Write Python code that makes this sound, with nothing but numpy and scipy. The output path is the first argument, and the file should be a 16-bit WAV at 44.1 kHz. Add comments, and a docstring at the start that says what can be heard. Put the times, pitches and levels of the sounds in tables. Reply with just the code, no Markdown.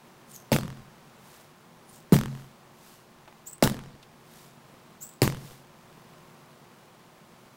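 """A sledgehammer strikes a tire four times, on a lawn between a house and a hedge.
Each impact cracks, slaps and knocks on the rubber and excites the tire's modes in a brief boom;
the garden reflects and scatters it. Friction on the handle squeaks in each swing and rubs at each
lift; a few sharp snaps and light taps sound over a faint outdoor hush. A buffer fault slips scraps
of older sound into every block of samples, so a fast, even crackle trails each thud."""
import sys
import numpy as np
from scipy import signal
from scipy.fft import rfft, irfft
from scipy.io import wavfile
from scipy.ndimage import uniform_filter1d, map_coordinates

SR = 44100
rng = np.random.default_rng(int(sys.argv[2]) if len(sys.argv) > 2 else 0)


def persist_wave(psi):
    """Save psi, clipped to +-1, as 16-bit WAV."""
    counts = np.round(np.clip(psi, -1, 1) * 32767).astype(np.int16)
    wavfile.write(sys.argv[1], SR, np.atleast_2d(counts).T)


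N = 333396

# hammer blows: start_s, slap_db, slap_hz, knock_db, knock_hz, crack_db, hollow_hz, hollow_share,
# boom_db, tilt_db_per_octave, scatter_db
BLOWS = [(0.5180, -8, 259, -7, 586, -20, 2570, 0.9, -22.5, 5.5, -25),
         (2.123, 2.5, 155, -8.5, 455, -25, 2150, 0.2, -15.5, 1.5, -25.5),
         (3.6252, -1.5, 244, -5.5, 652, -13.5, 1800, 0.43, -24.5, 7.5, -23),
         (5.2185, -3.5, 304, -11, 384, -11.5, 2350, 1, -22.5, -30, -24)]
def blows(bass_edge_hz=108):
    """Impact excitation: each blow drives four sounds at once, and the surroundings send them back."""
    out, t = np.zeros(N), np.arange(SR) / SR
    for (start_s, slap_db, slap_hz, knock_db, knock_hz, crack_db, hollow_hz, hollow_share,
         boom_db, tilt, scatter_db) in BLOWS:
        hit = amp(slap_db) * slap(slap_hz, t) + amp(knock_db) * sidewall_knock(knock_hz, t)
        hit += amp(boom_db) * boom(tilt, t)
        add(hit, 0, amp(crack_db) * double_contact(crack(), hollow_hz, hollow_share))
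        hit = highpass(hit, bass_edge_hz)  # the deep bass of each hit is cut away
        add(out, start_s, hit)
        add_echoes(out, start_s, hit)
        scattered = double_contact(garden_scatter(), hollow_hz, 0.11 * hollow_share)
        add(out, start_s, amp(scatter_db) * scattered)
        add(out, start_s + 0.138, amp(boom_db) * wall_return(tilt, t))  # after the round trip
    return out

def slap(hz, t, glide=1.84, yield_s=0.00093, rise_s=0.00068, decay_cycles=0.79):
    """Heavily damped oscillation: the rubber caves in with a few pressure swings, falling in pitch."""
    pitch_hz = hz * (1 + glide * np.exp(-t / yield_s))
    phase = 2 * np.pi * np.cumsum(pitch_hz) / SR
    return -np.sin(phase) * (1 - np.exp(-t / rise_s)) * np.exp(-t * hz / decay_cycles)

def sidewall_knock(hz, t, t60_s=0.019):
    """Local resonance: the struck patch rings for an instant, at a pitch set by where the head lands."""
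    return np.sin(2 * np.pi * hz * t) * amp(-60 * t / t60_s)

# modes of the tire: pitch_hz, relative_db, t60_s
TIRE_MODES = [(122.5, -1.5, 0.18), (134.86, 2, 0.59), (161.3, -2, 0.21), (215, -8, 0.48),
              (253.2, -12.5, 0.576), (293, -19.5, 0.26), (371.5, -14, 0.071), (530, -24, 0.068),
              (871, -14, 0.11)]
def boom(tilt_db_per_octave, t, rise_s=0.0037):
    """Modal superposition: the carcass and the air inside take up the blow and ring down."""
    pivot_hz = TIRE_MODES[1][0]
    ringing = np.zeros(len(t))
    for hz, db, t60_s in TIRE_MODES:
        tilted_db = db + tilt_db_per_octave * np.log2(hz / pivot_hz)
        ringing += amp(tilted_db - 60 * t / t60_s) * np.cos(2 * np.pi * hz * t)
    return ringing * (1 - np.exp(-t / rise_s))

# spectrum of steel striking rubber: frequency_hz, relative_db
CRACK_SPECTRUM = [(200, 15.5), (550, 0), (900, 5), (1300, -4), (2200, 7), (3200, -3), (4800, 8),
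                  (6300, -5.5), (8000, 3), (15000, -15)]
def crack(length_s=0.001, size=2048):
    """A brief contact has a broad spectrum: steel meets rubber in a snap of coloured noise."""
    window = np.exp(-(np.arange(size) / SR / length_s) ** 4)
    puff = rng.standard_normal(size) * window
    for _ in range(4):  # each pass flattens the spectrum further
        puff = irfft(np.exp(1j * np.angle(rfft(puff))), size) * window
    log_gain = np.log(amp(curve_at(CRACK_SPECTRUM, abs(np.fft.fftfreq(size, 1 / SR)))))
    colour = np.exp(np.conj(signal.hilbert(log_gain)))[:size // 2 + 1]  # minimum phase, so causal
    return unit(irfft(rfft(puff) * colour, size)) * np.sqrt(length_s * SR / size)

def double_contact(x, hz, share):
    """Comb filtering: the face lands on one edge, then flat 1/hz later, making the smack hollow."""
    second = map_coordinates(x, [np.arange(len(x)) - SR / hz], order=3)
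    return (x + share * second) / np.sqrt(1 + share ** 2)

# echoes from the hedge and the house: delay_s, gain_db, cutoff_hz
ECHOES = [(0.0108, -17, 5000), (0.033, -8.5, 480)]
def add_echoes(mix, start_s, hit):
    """Reflection: each surface returns one late, weaker, duller copy of the hit."""
    for delay_s, gain_db, cutoff_hz in ECHOES:
        add(mix, start_s + delay_s, amp(gain_db) * lowpass(hit, cutoff_hz))

# spectrum scattered by leaves and grass: frequency_hz, relative_db
SCATTER_SPECTRUM = [(25, 1.5), (75, -7.5), (130, 16.5), (300, 13), (600, 4), (1200, 0.5), (2500, -7.5),
                    (4200, -7), (7000, -9.5), (12000, -8), (16000, -5)]
def diffuse_tail(decay, rise_s, patchy_db=3.0):
    """Diffuse decay: scattered sound swells in, then dies unevenly, at its own rate in each band."""
    hz, t, bands = signal.stft(noise(SCATTER_SPECTRUM, SR), SR, nperseg=256)
    patches = uniform_filter1d(rng.standard_normal(bands.shape), size=3, axis=0)
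    patches = unit(uniform_filter1d(patches, size=6, axis=1))
    gain_db = patchy_db * patches - 60 * t / curve_at(decay, hz)[:, None]
    dying = signal.istft(bands * amp(gain_db), SR, nperseg=256)[1][:SR]
    return dying * (1 - np.exp(-(np.arange(SR) / SR / rise_s) ** 2))

# decay of the near and of the far scatter: frequency_hz, t60_s
NEAR_DECAY = [(60, 0.74), (300, 0.1), (1500, 0.19), (5000, 0.24), (15000, 0.15)]
FAR_DECAY = [(60, 1), (150, 0.79), (400, 0.86), (1500, 0.99), (5000, 1), (15000, 0.3)]
def garden_scatter(near_db=7, far_db=-14):
    """Scattering: the near garden answers at once, the far garden later, softer and longer."""
    near = amp(near_db) * diffuse_tail(NEAR_DECAY, rise_s=0.0058)
    far = amp(far_db) * diffuse_tail(FAR_DECAY, rise_s=0.036)
    return near + far

def wall_return(tilt_db_per_octave, t, gain_db=-7, extra_t60_s=1):
    """Distant reflection: walls send the boom back dulled, with its onset blurred."""
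    return amp(gain_db - 60 * t / extra_t60_s) * boom(tilt_db_per_octave - 4, t, rise_s=0.09)

# second snaps and light taps: start_s, level_db, centre_hz, t60_s
SNAPS_AND_TAPS = [(.5291, -19, 2100, .014), (3.277, -48, 950, .1), (3.278, -53, 2700, .06),
                  (3.6376, -13, 3500, .013), (5.2305, -22, 3500, .013), (4.028, -47, 3200, .05),
                  (5.091, -39, 8000, .012)]
def snaps_and_taps():
    """Damped transients: a second sharp snap about 12 ms after three blows; the rest are light taps."""
    out, t = np.zeros(N), np.arange(SR // 8) / SR
    for start_s, db, hz, t60_s in SNAPS_AND_TAPS:
        spectrum = [(hz / 4, -14), (hz / 2, -14), (hz, 0), (hz * 2.7, -18), (hz * 8, -40)]
        add(out, start_s, amp(db - 60 * t / t60_s) * noise(spectrum, len(t)))
    return out

# slides of the hand down the handle:
# start_s, rise_s, fade_s, first_hz, settled_hz, settling_s, peak_db, hiss_share
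SQUEAKS = [(0.271, 0.044, .1, 10800, 8300, 0.034, -48.5, .75),
           (0.324, 0.017, 0.15, 8100, 6300, 0.015, -45.5, 0.4),
           (1.85, .05, .06, 9800, 9600, .05, -54.5, .25),
           (1.89, 0.059, 0.12, 9470, 7500, 0.065, -51.5, 0.87),
           (3.458, 0.019, 0.066, 5800, 8040, 0.011, -36.5, 0.07),
           (3.517, 0.013, 0.061, 7000, 8150, 0.0066, -42, 0.02),
           (5.003, 0.024, 0.16, 6300, 7840, 0.022, -40, 0.08)]
def squeaks(jitter=0.039, octave_db=-4, flutter_db=3, swell_db=21, fade_db=32):
    """Stick-slip friction: the grip gives an unsteady tone and its octave in hiss; the pitch settles."""
    out = np.zeros(N)
    for start_s, rise_s, fade_s, first_hz, settled_hz, settling_s, peak_db, hiss_share in SQUEAKS:
        t = np.arange(0, rise_s + fade_s, 1 / SR)
        hz = settled_hz + (first_hz - settled_hz) * np.exp(-t / settling_s)
        phase = 2 * np.pi * np.cumsum(hz * (1 + jitter * wander(770, len(t)))) / SR
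        tone = unit(np.sin(phase) + amp(octave_db) * np.sin(2 * phase))
        hiss = noise([(800, -24), (3000, -5.5), (7500, 3.5), (11000, -2.5), (15000, -1.0)], len(t))
        envelope_db = peak_db - np.interp(t, [0, rise_s, rise_s + fade_s], [swell_db, 0, fade_db])
        level = amp(envelope_db + flutter_db * wander(180, len(t)))
        add(out, start_s, level * (np.sqrt(1 - hiss_share) * tone + np.sqrt(hiss_share) * hiss))
    return out

# shifts of the hand up the handle at the lifts: peak_s, level_db
RUBS = [(1.34, -56), (2.385, -59.5), (2.89, -55.5), (4.385, -55), (5.47, -52.5)]
# spectrum of the rubbing palm: frequency_hz, relative_db
RUB_SPECTRUM = [(1000, 5), (2200, 4), (4700, 4.5), (6500, 3.5), (15000, 0.5)]
def rubs(width_s=0.081, grain_db=1.5, grain_hz=200):
    """Sliding friction: the palm brushes the handle in a soft, grainy swish that swells and sinks."""
    t = np.arange(N) / SR
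    level = sum(amp(db) * np.exp(-((t - peak_s) / width_s) ** 2 / 2) for peak_s, db in RUBS)
    return level * unit(noise(RUB_SPECTRUM, N) * amp(grain_db * wander(grain_hz, N)))

# spectrum of far traffic and leaves: frequency_hz, relative_db
HUSH_SPECTRUM = [(15, -48), (25, -38), (76, -16.5), (145, 3), (200, -3.5), (236, 1.5), (270, -9.5),
                 (354, -7), (384, -9), (463, -8), (1040, -8), (1440, -13), (1650, -15), (14800, -31),
                 (16000, -21.5)]
# tones of a distant machine: pitch_hz, relative_db
HUM_TONES = [(145.3, -83), (236.9, -85), (360.7, -66), (1061, -72.5)]
def outdoors(hush_db=-54, drift_db=0.83, hum_db=-1, waver_rad=0.63):
    """Ambient noise: traffic and leaves sum to a hush; phase modulation makes a machine's hum waver."""
    t = np.arange(N) / SR
    hush = noise(HUSH_SPECTRUM, N) * amp(hush_db + drift_db * wander(1.13, N))
    hum = sum(amp(db) * unit(np.sin(2 * np.pi * hz * t + waver_rad * wander(2.8, N)))
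              for hz, db in HUM_TONES)
    return hush + amp(hum_db) * hum

def amp(db):
    return 10 ** (np.asarray(db) / 20)

def unit(x):
    return x / np.sqrt(np.mean(x ** 2) + 1e-20)

def curve_at(points, hz):
    """Interpolate (frequency_hz, value) points on a logarithmic frequency axis."""
    point_hz, value = np.transpose(points)
    return np.interp(np.log(hz + 1), np.log(point_hz + 1), value)

def add(mix, start_s, sound):
    part = mix[round(start_s * SR):][:len(sound)]
    part += sound[:len(part)]

def noise(spectrum, size):
    """Noise of unit RMS, shaped by (frequency_hz, relative_db) points."""
    gain = amp(curve_at(spectrum, np.fft.rfftfreq(size, 1 / SR)))
    return unit(irfft(rfft(rng.standard_normal(size)) * gain, size))

def wander(rate_hz, size):
    """Smooth random fluctuation of unit RMS."""
    hz = np.fft.rfftfreq(size, 1 / SR)
    return unit(irfft(rfft(rng.standard_normal(size)) / (1 + (hz / rate_hz) ** 4), size))

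def lowpass(x, hz):
    return signal.sosfilt(signal.butter(2, hz, fs=SR, output="sos"), x)

def highpass(x, hz):
    return signal.sosfilt(signal.butter(4, hz, "high", fs=SR, output="sos"), x)

def scene():
    """Superposition: all sources add at one point, in mono."""
    return (blows() + squeaks() + rubs() + snaps_and_taps() + outdoors())[None]

def record(dry):
    """Discontinuities click: scraps of older sound cut into each block, then the band is limited."""
    block_samples, age_s, stale_share, cutoff_hz = 1024, 0.0432, 0.95, 15800
    sample = np.arange(N)
    place = sample % block_samples
    in_scrap = ((place >= 255) & (place < 291)) | ((place >= 300) & (place < 319))
    stale = dry[:, np.maximum(sample - round(age_s * SR), 0)]
    crackling = dry + stale_share * in_scrap * (stale - dry)
    band_limit = signal.firwin(255, cutoff_hz, window=("kaiser", 9), fs=SR)
    return signal.oaconvolve(crackling, band_limit[None], "same")

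dry = scene()
out = record(dry)
persist_wave(out)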